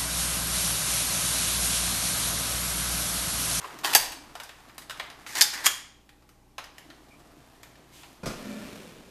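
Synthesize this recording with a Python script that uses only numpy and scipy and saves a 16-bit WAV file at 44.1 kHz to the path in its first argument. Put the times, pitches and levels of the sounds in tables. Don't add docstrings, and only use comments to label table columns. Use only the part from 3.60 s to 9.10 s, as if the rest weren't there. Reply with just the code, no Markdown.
import sys
import numpy as np
from scipy import signal
from scipy.fft import rfft, irfft, next_fast_len
from scipy.io import wavfile
from scipy.ndimage import uniform_filter1d

SR = 44100
rng = np.random.default_rng(int(sys.argv[2]) if len(sys.argv) > 2 else 0)


def write(x):
    x = np.atleast_2d(x).T
    wavfile.write(sys.argv[1], SR, np.round(np.clip(x, -1, 1) * 32767).astype(np.int16))


N = 242638


def amp(db):
    return 10 ** (np.asarray(db) / 20)


def unit(x):
    return x / np.sqrt(np.mean(x ** 2) + 1e-20)


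def crest(x):
    return x / np.sqrt(uniform_filter1d(x ** 2, 176).max() + 1e-20)


def along(points, hz):
    freqs, values = np.transpose(points)
    return np.interp(np.log(hz + 1), np.log(freqs + 1), values)


def filtered(x, response):
    size = next_fast_len(len(x) + 8192)
    return irfft(rfft(x, size) * response(np.fft.rfftfreq(size, 1 / SR)), size)[:len(x)]


def coloured(x, colour, size=4096):
    gain = amp(along(colour, np.fft.rfftfreq(size, 1 / SR)))
    cepstrum = irfft(np.log(gain + 1e-6))
    cepstrum[1:size // 2] *= 2
    cepstrum[size // 2 + 1:] = 0
    return signal.fftconvolve(x, irfft(np.exp(rfft(cepstrum))))[:len(x)]


def band(x, edge_hz, kind):
    return signal.sosfilt(signal.butter(3, edge_hz, kind, fs=SR, output="sos"), x)


def add(track, s, x):
    start = int(np.clip(round(s * SR), 0, N - 1))
    track[start:start + len(x)] += x[:N - start]


def swells(rows, attack_s, release_db_per_s):
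    t = np.arange(N) / SR
    gain = np.zeros(N)
    for s, hold, db in rows:
        rise = np.clip((t - s) / attack_s, 0, 1)
        released_s = np.maximum(t - s - attack_s - hold, 0)
        gain += rise * amp(db - release_db_per_s * released_s)
    return gain


def friction(colour, slips_per_s, spread_db, hiss):
    slips = (rng.random(N) < slips_per_s / SR) * rng.choice([-1, 1], N)
    sizes = amp(spread_db * np.clip(rng.standard_normal(N), -2, 2))
    return unit(coloured(unit(slips * sizes) + hiss * rng.standard_normal(N), colour))


def stroke(rub, rows, split_hz, **envelope):
    body = swells([(s, hold, db) for s, hold, db, _ in rows], **envelope)
    hiss = swells([(s, hold, db) for s, hold, _, db in rows], **envelope)
    return body * unit(band(rub, split_hz, "low")) + hiss * unit(band(rub, split_hz, "high"))


def burst(t, t60, attack_s):
    return rng.standard_normal(len(t)) * amp(-60 * t / t60) * (1 - np.exp(-t / attack_s))


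def ringing(t, modes, scatter_db=2):
    ring = np.zeros(len(t))
    for hz, width, db in modes:
        weight = amp(db + scatter_db * rng.standard_normal()) * np.sqrt(width)
        ring += weight * np.exp(-np.pi * width * t) * np.sin(2 * np.pi * (hz * t + rng.random()))
    return crest(ring * (1 - np.exp(-t / 0.001)))


def contact(colour, modes, knock_db, snap_db, ring_db, t60, attack_s):
    t = np.arange(SR // 7) / SR
    first_touch = 1 + 0.96 * np.exp(-t / 0.0012)
    crack = crest(coloured(burst(t, t60, attack_s) * first_touch, colour))
    clack = crack + amp(ring_db) * ringing(t, modes)
    knock = amp(knock_db) * crest(band(clack, 1200, "low"))
    snap = amp(snap_db) * crest(band(clack, 5000, "high"))
    return knock + crest(band(clack, [1200, 5000], "band")) + snap


def strikes(hits, colour, modes, ring_db, lead_s):
    track = np.zeros(N)
    for s, db, knock_db, snap_db, t60 in hits:
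        clack = contact(colour, modes, knock_db, snap_db, ring_db, t60, attack_s=0.0003)
        add(track, s - lead_s, amp(db) * clack)
    return track


# (frequency [Hz], relative level [dB])
HUM_PARTIALS = [(59.2, -62.5), (118.4, -67.5), (296.1, -70), (651.4, -77), (818.3, -74.5)]
# (frequency [Hz], relative level [dB])
AIR_COLOUR = [(12, -33), (20, 4.5), (60, -4.5), (249, -4), (302, -4), (376, -8), (650, -14.5), (706, -25.5),
              (766, -7), (1010, -15.5), (1120, -12), (1220, -19), (14000, -29.5)]
def room_tone():
    t = np.arange(N) / SR
    hum = sum(amp(db) * np.sqrt(2) * np.sin(2 * np.pi * (hz * t + rng.random()))
              for hz, db in HUM_PARTIALS)
    air = unit(coloured(rng.standard_normal(N), AIR_COLOUR))
    return amp(-3.5) * hum + amp(-61) * air


# (time [s], hold [s], body level [dB], hiss level [dB])
FINGER_STROKES = [(-.03, .05, -40.5, -46), (.6, .42, -53.5, -57.5), (1.33, 0.048, -49, -57),
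                  (1.56, .06, -62, -60.5), (3.12, 1.6, -59.5, -60.5)]
# (frequency [Hz], relative level [dB])
SKIN_COLOUR = [(240, -41.5), (400, -6.5), (663, -17.5), (725, -5), (1120, -3.5), (1530, -9), (1800, -9.5),
               (2020, -11.5), (14000, -25.5)]
FINGER_ENVELOPE = dict(attack_s=0.03, release_db_per_s=40)
def fingers():
    rub = friction(SKIN_COLOUR, slips_per_s=690, spread_db=7, hiss=1.1)
    return stroke(rub, FINGER_STROKES, split_hz=2500, **FINGER_ENVELOPE)


# (time [s], length [s], pitch [Hz], half width [Hz], level [dB])
CREAKS_AND_SQUEAKS = [(0.041, 0.027, 1096, 133.9, -35), (0.469, 0.3, 295, 39.8, -55),
                      (1.938, 0.08, 1894, 160, -41.5), (3.252, 0.27, 301.4, 30, -56.5),
                      (3.504, 0.077, 2360, 118.8, -58.5)]
def creaks_and_squeaks():
    track, t = np.zeros(N), np.arange(SR // 2) / SR
    for s, length, hz, half_width, db in CREAKS_AND_SQUEAKS:
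        narrow_noise = band(rng.standard_normal(SR), [hz - half_width, hz + half_width], "band")
        note = unit(narrow_noise[SR // 2:])
        swell = np.sin(np.pi * np.clip(t / length, 0, 1) ** 0.5)
        add(track, s, amp(db) * swell * note)
    return track


def fidgets(per_s=6, pitch_hz=1600, snap_db=-5):
    rubbing = swells([(s, hold, db) for s, hold, db, _ in FINGER_STROKES], **FINGER_ENVELOPE)
    rows = []
    for when, force, part in rng.random((int(per_s * N / SR), 3)):
        rubbing_db = 20 * np.log10(rubbing[int(when * N)] + 1e-9)
        rows.append((when * N / SR, rubbing_db + 1 + 9 * force, snap_db, pitch_hz * 2 ** (part - 0.5)))
    return rows


# (time [s], relative level [dB], relative snap [dB], pitch [Hz])
PART_TICKS = [(0.0442, -31.5, -27, 1110), (0.1062, -38, -22, 1900), (0.1884, -33.5, -4.5, 1120),
              (.5203, -28.5, -3, 2480), (0.7533, -28, -9.5, 720), (.8004, -25, -9.5, 1410),
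              (.8344, -35, -1, 1540), (.8927, -31.5, -14.5, 2400), (1.096, -39, -18, 1400),
              (1.1807, -27.5, -5, 1330), (1.2201, -38, -4.5, 1580), (1.297, -23, -11, 1660),
              (1.3075, -24.5, -11.5, 1540), (1.3978, -18.5, -18, 1320), (1.501, -31, -11, 1660),
              (1.6646, -25.5, -20, 2280), (1.9378, -23, -4, 1880), (1.973, -34, -20, 1790),
              (2.4916, -39.5, -13.5, 1874), (2.6237, -50, -11, 1140), (2.6907, -44.5, -6, 1300),
              (2.982, -23.5, -12.5, 1040), (3.041, -33.5, -7, 1420), (3.182, -31.5, -9.5, 2280),
              (3.3018, -36.5, -15.5, 1400), (4.0316, -34, -6.5, 2030), (4.155, -42, -22, 1790),
              (4.4336, -36.5, -15, 1000)]
# (frequency [Hz], relative level [dB])
FRAME_COLOUR = [(200, -36.5), (400, -16.5), (600, -3.5), (900, -7.5), (1400, -2.5), (2600, -3),
                (4300, -9.5), (7000, -15.5), (14000, -21)]
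# (frequency [Hz], width [Hz], relative level [dB])
FRAME_MODES = [(823, 29, -6), (1050, 60, -4), (1320, 61, -4), (1802, 41, 0), (2860, 53, -7.5),
               (3000, 50, -6.5), (3900, 70, -8), (4910, 69, -10)]
def loose_parts():
    track = np.zeros(N)
    for s, db, snap_db, hz in PART_TICKS + fidgets():
        knock_db = -2.5 - 8.5 * np.log2(hz / 1000)
        modes = [(hz, 60, 2)] + FRAME_MODES
        tick = contact(FRAME_COLOUR, modes, knock_db, snap_db + 5.5,
                       ring_db=-6, t60=0.036, attack_s=0.0004)
        add(track, s - 0.0005, amp(db - 4) * tick)
    return track


# (time [s], hold [s], level [dB])
SEAT_SHIFTS = [(.06, 0.22, -53), (.5, 0.092, -61.5), (1.0, 1.015, -60), (3.1, 1.6, -60)]
# (frequency [Hz], relative level [dB])
SEAT_COLOUR = [(76, -36), (130, -6), (189, -12.5), (296, -5), (449, -14.5), (567, -15), (652, -10.5),
               (700, -10.5), (910, -36.5), (1540, -120)]
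def seat():
    murmur = friction(SEAT_COLOUR, slips_per_s=140, spread_db=0.5, hiss=0.3)
    return swells(SEAT_SHIFTS, attack_s=0.097, release_db_per_s=60) * murmur


# (time [s], hold [s], body level [dB], hiss level [dB])
MAGAZINE_PUSH = [(0.234, .012, -27, -28)]
# (time [s], level [dB], knock [dB], snap [dB], t60 [s])
MAGAZINE_HITS = [(.236, -35, -4, -8.5, 0.024), (.2475, -18, -7, -9, 0.02), (.334, -21, -7.5, -0.5, 0.04),
                 (.338, -18.5, -14, -3.5, 0.032), (.3502, -9, -15.5, 8, 0.059),
                 (.3538, -9.5, -2, -8, 0.0083), (.3618, -23.5, -4.5, 13, 0.02)]
# (frequency [Hz], relative level [dB])
WELL_COLOUR = [(180, -42.5), (300, -12), (703, -17), (787, -5), (970, 2), (1300, -10), (1430, -3.5),
               (1600, -9), (1850, -4.5), (2170, -17), (2850, -10), (14000, -19.5)]
GRIP_COLOUR = [(100, -45), (400, -23), (600, -18.5), (850, -0.5), (1150, -17), (1750, -9), (2800, -6.5),
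               (4500, -11), (7000, -9.5), (14000, -8.5)]
# (frequency [Hz], width [Hz], relative level [dB])
GRIP_MODES = [(903, 77, -12.5), (1657, 33, 1.5), (2490, 150, 2), (3570, 200, -4), (4626, 42, 7),
              (5220, 46, 2), (5890, 97, 3.5), (5600, 25, -5), (6350, 33, -0.5), (6750, 41, -5),
              (7580, 37, 0)]
def magazine():
    rub = friction(WELL_COLOUR, slips_per_s=1400, spread_db=2.5, hiss=0.2273)
    scrape = stroke(rub, MAGAZINE_PUSH, split_hz=2500, attack_s=0.014, release_db_per_s=95)
    return scrape + strikes(MAGAZINE_HITS, GRIP_COLOUR, GRIP_MODES, ring_db=-14.5, lead_s=0.00093)


# (time [s], level [dB])
TABLE_JOLTS = [(0.351, -54.5), (4.66, -46.5)]
def table_sway():
    track, t = np.zeros(N), np.arange(SR * 2 // 3) / SR
    for s, db in TABLE_JOLTS:
        shudder = band(burst(t, t60=0.9, attack_s=0.02), [22, 48], "band")
        add(track, s, amp(db) * crest(shudder))
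    return track


# (time [s], level [dB])
SHELL_BLOWS = [(0.353, -33), (1.815, -36), (2.066, -46)]
# (frequency [Hz], width [Hz], relative level [dB])
SHELL_MODES = [(839, 7.9, 4.5), (933, 7, -5), (1460, 6.5, -6.5), (1793, 4.5, -1.5), (2338, 2.6, -1.5),
               (3496, 4.9, -0.5), (4160, 6, -5), (4536, 6.3, 3.5), (4880, 7, -2), (5900, 7, -3),
               (6460, 7, -2.5)]
def shell_ring():
    track, t = np.zeros(N), np.arange(SR * 2 // 3) / SR
    for s, db in SHELL_BLOWS:
        add(track, s, amp(db) * ringing(t, SHELL_MODES))
    return track


# (time [s], hold [s], body level [dB], hiss level [dB])
SLIDE_STROKES = [(1.66, 0.11, -42.5, -39.5), (1.748, 0.063, -30.5, -29.5), (1.925, 0.091, -37, -41.5),
                 (2.037, 0.0067, -32, -24.5)]
# (time [s], level [dB], knock [dB], snap [dB], t60 [s])
REAR_HITS = [(1.7545, -23, -9.5, -4, .04), (1.786, -28.5, -14, 7, .02), (1.8108, -9, -20, 3.5, .015),
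             (1.8142, -3.5, -25, -5, .022), (1.8218, -11, -17.5, 4.5, .022)]
FRONT_HITS = [(2.0445, -28.5, 1, -3.5, 0.076), (2.0595, -15.5, -14, 5, 0.046), (2.0615, -19, -9, -4, 0.04),
              (2.0652, -6.5, -8, 0, 0.02)]
# (frequency [Hz], relative level [dB])
RAIL_COLOUR = [(180, -44.5), (300, -11.5), (580, -17), (826, -5), (1380, -9), (1820, -1), (2760, -12.5),
               (7240, -16.5), (14000, -23.5)]
REAR_COLOUR = [(88, -80), (150, -42), (1060, -14), (1260, -30), (1440, -7), (2490, -14.5), (4660, -3.5),
               (12000, -5.5), (14000, -10)]
FRONT_COLOUR = [(150, -34), (500, -25.5), (900, -18), (1750, -5), (2500, -6.5), (3300, -10), (4300, -12.5),
                (7000, -4), (14000, -13)]
# (frequency [Hz], width [Hz], relative level [dB])
REAR_MODES = [(1519, 15, -7.5), (3570, 12, 7), (4650, 39, 5), (5670, 33, -13), (6040, 27, -14),
              (6300, 47, -9.5), (7400, 120, -9.5)]
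FRONT_MODES = [(937, 75, -13), (1726, 30, -0.5), (2170, 45, -12.5), (3245, 26, 2), (5400, 70, -14.5),
               (6530, 160, -1)]
def slide():
    rub = friction(RAIL_COLOUR, slips_per_s=650, spread_db=6, hiss=0.95)
    scrape = stroke(rub, SLIDE_STROKES, split_hz=3500, attack_s=0.0092, release_db_per_s=200)
    back = strikes(REAR_HITS, REAR_COLOUR, REAR_MODES, ring_db=-21, lead_s=0.0007)
    home = strikes(FRONT_HITS, FRONT_COLOUR, FRONT_MODES, ring_db=-12, lead_s=0.00034)
    return scrape + back + home


# (frequency [Hz], width [Hz], relative level [dB])
SPRING_MODES = [(1745, 7, -3.5), (2820, 7, -4), (3237, 4.9, 6.5), (3370, 9, -1)]
def spring_ring(release_s=2.066, level_db=-34):
    track, t = np.zeros(N), np.arange(SR * 2 // 3) / SR
    add(track, release_s, amp(level_db) * ringing(t, SPRING_MODES, scatter_db=3))
    return track


# (time [s], hold [s], level [dB])
SLEEVE_BRUSH = [(4.305, 0.047, -48.5)]
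# (frequency [Hz], relative level [dB])
SLEEVE_COLOUR = [(590, -23), (1000, 1), (1190, -13), (1290, -9), (2640, 0), (14000, -9.5)]
def sleeve():
    cloth = friction(SLEEVE_COLOUR, slips_per_s=1400, spread_db=3, hiss=0.96)
    return swells(SLEEVE_BRUSH, attack_s=0.042, release_db_per_s=85) * cloth


# (time [s], relative level [dB], rattle [dB])
ELBOW_BLOWS = [(4.634, -30, -9), (4.659, -23, -5), (4.67, -26, -12), (4.7, -30, -10)]
# (frequency [Hz], relative level [dB])
TABLE_COLOUR = [(15, -40.5), (25, -3), (74, -18), (192, -4), (231, -3), (326, -3.5), (599, -6.5),
                (666, 0.5), (761, -17.5), (1330, -9.5), (1820, -16.5), (2440, -12), (2780, -22.5),
                (4990, -16.5), (14000, -32.5)]
# (frequency [Hz], width [Hz], relative level [dB])
TABLE_MODES = [(132, 16, -10), (192, 24, 0), (321, 50, -13), (514, 34, -9.5), (720, 49, -16)]
def elbow():
    track, t = np.zeros(N), np.arange(SR * 2 // 3) / SR
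    for s, db, rattle_db in ELBOW_BLOWS:
        thud = band(coloured(burst(t, t60=0.076, attack_s=0.0049), TABLE_COLOUR), 1100, "low")
        rattle = band(coloured(burst(t, t60=0.13, attack_s=0.0014), TABLE_COLOUR), 1100, "high")
        blow = crest(thud) + ringing(t, TABLE_MODES) + amp(rattle_db) * crest(rattle)
        add(track, s - 0.002, amp(db - 8) * blow)
    return track


# (time [s], hold [s], body level [dB], hiss level [dB])
CHAIR_LEAN = [(4.68, 0.43, -46, -48)]
# (frequency [Hz], relative level [dB])
CHAIR_COLOUR = [(15, -46), (25, -13), (82, -8.5), (173, -1), (208, 0), (372, -2.5), (616, -6.5),
                (802, -15.5), (1360, -22.5), (2140, -26), (2440, -23.5), (2780, -25), (14000, -38)]
# (time [s], hold [s], level [dB])
CHAIR_DRONE = [(4.785, 0.024, -37.5)]
# (frequency [Hz], width [Hz], relative level [dB])
CHAIR_MODES = [(211.6, 8, 9.5), (263, 13, 1.5), (578, 17, -5), (1400, 18, -11), (1770, 25, -12.5),
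               (2374, 49, -15.5)]
def chair():
    def frame_response(f):
        return sum((-1) ** k * amp(db) * 1j * f * width / (hz * hz - f * f + 1j * f * width)
                   for k, (hz, width, db) in enumerate(CHAIR_MODES))
    rub = friction(CHAIR_COLOUR, slips_per_s=600, spread_db=0.5, hiss=1.0)
    rumble = stroke(rub, CHAIR_LEAN, split_hz=1130, attack_s=0.018, release_db_per_s=27.4)
    drone = unit(filtered(rng.standard_normal(N), frame_response))
    return rumble + swells(CHAIR_DRONE, attack_s=0.11, release_db_per_s=55) * drone


# (frequency [Hz], t60 [s])
ROOM_DECAY = [(150, 0.22), (600, 0.61), (1500, 0.53), (4000, 0.55), (8000, 0.44), (14000, 0.27)]
def room(x, early_db, tail_db, size=256):
    frames = dict(fs=SR, nperseg=size, noverlap=size * 3 // 4)
    hz, _, direct = signal.stft(x, **frames)
    t = np.arange(direct.shape[1] // 6) * (size // 4) / SR

    def reflections(t60, db):
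        power = amp(-60 * t / t60) ** 2 * (1 - np.exp(-t / 0.004))
        return amp(db) ** 2 * power / power.sum(axis=-1, keepdims=True)
    decay = reflections(0.074, early_db) + reflections(along(ROOM_DECAY, hz)[:, None], tail_db)
    energy = np.abs(signal.fftconvolve(np.abs(direct) ** 2, decay, axes=1))[:, :direct.shape[1]]
    noise = signal.stft(rng.standard_normal(N), **frames)[2]
    diffuse = noise * np.sqrt(energy / np.mean(np.abs(noise) ** 2))
    return x + signal.istft(diffuse, **frames)[1][:N]


def scene():
    handling = amp(-6.5) * room(fingers() + loose_parts() + sleeve(), early_db=-5, tail_db=-2)
    loading = amp(-3) * room(magazine(), early_db=-9, tail_db=-8)
    racking = amp(-5.5) * room(slide(), early_db=-6, tail_db=-8.5)
    table = amp(0.5) * room(table_sway() + elbow(), early_db=-4, tail_db=-1.5, size=1024)
    direct_only = room_tone() + creaks_and_squeaks() + seat() + shell_ring() + spring_ring() + chair()
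    return (handling + loading + racking + table + direct_only)[None]


def record(dry, ceiling=0.85, top_hz=14220):
    clipped = dry[0] / (1 + np.abs(dry[0] / ceiling) ** 8) ** (1 / 8)
    return filtered(clipped, lambda hz: 1 / np.sqrt(1 + (hz / top_hz) ** 280))[None]


dry = scene()
out = record(dry)
write(out)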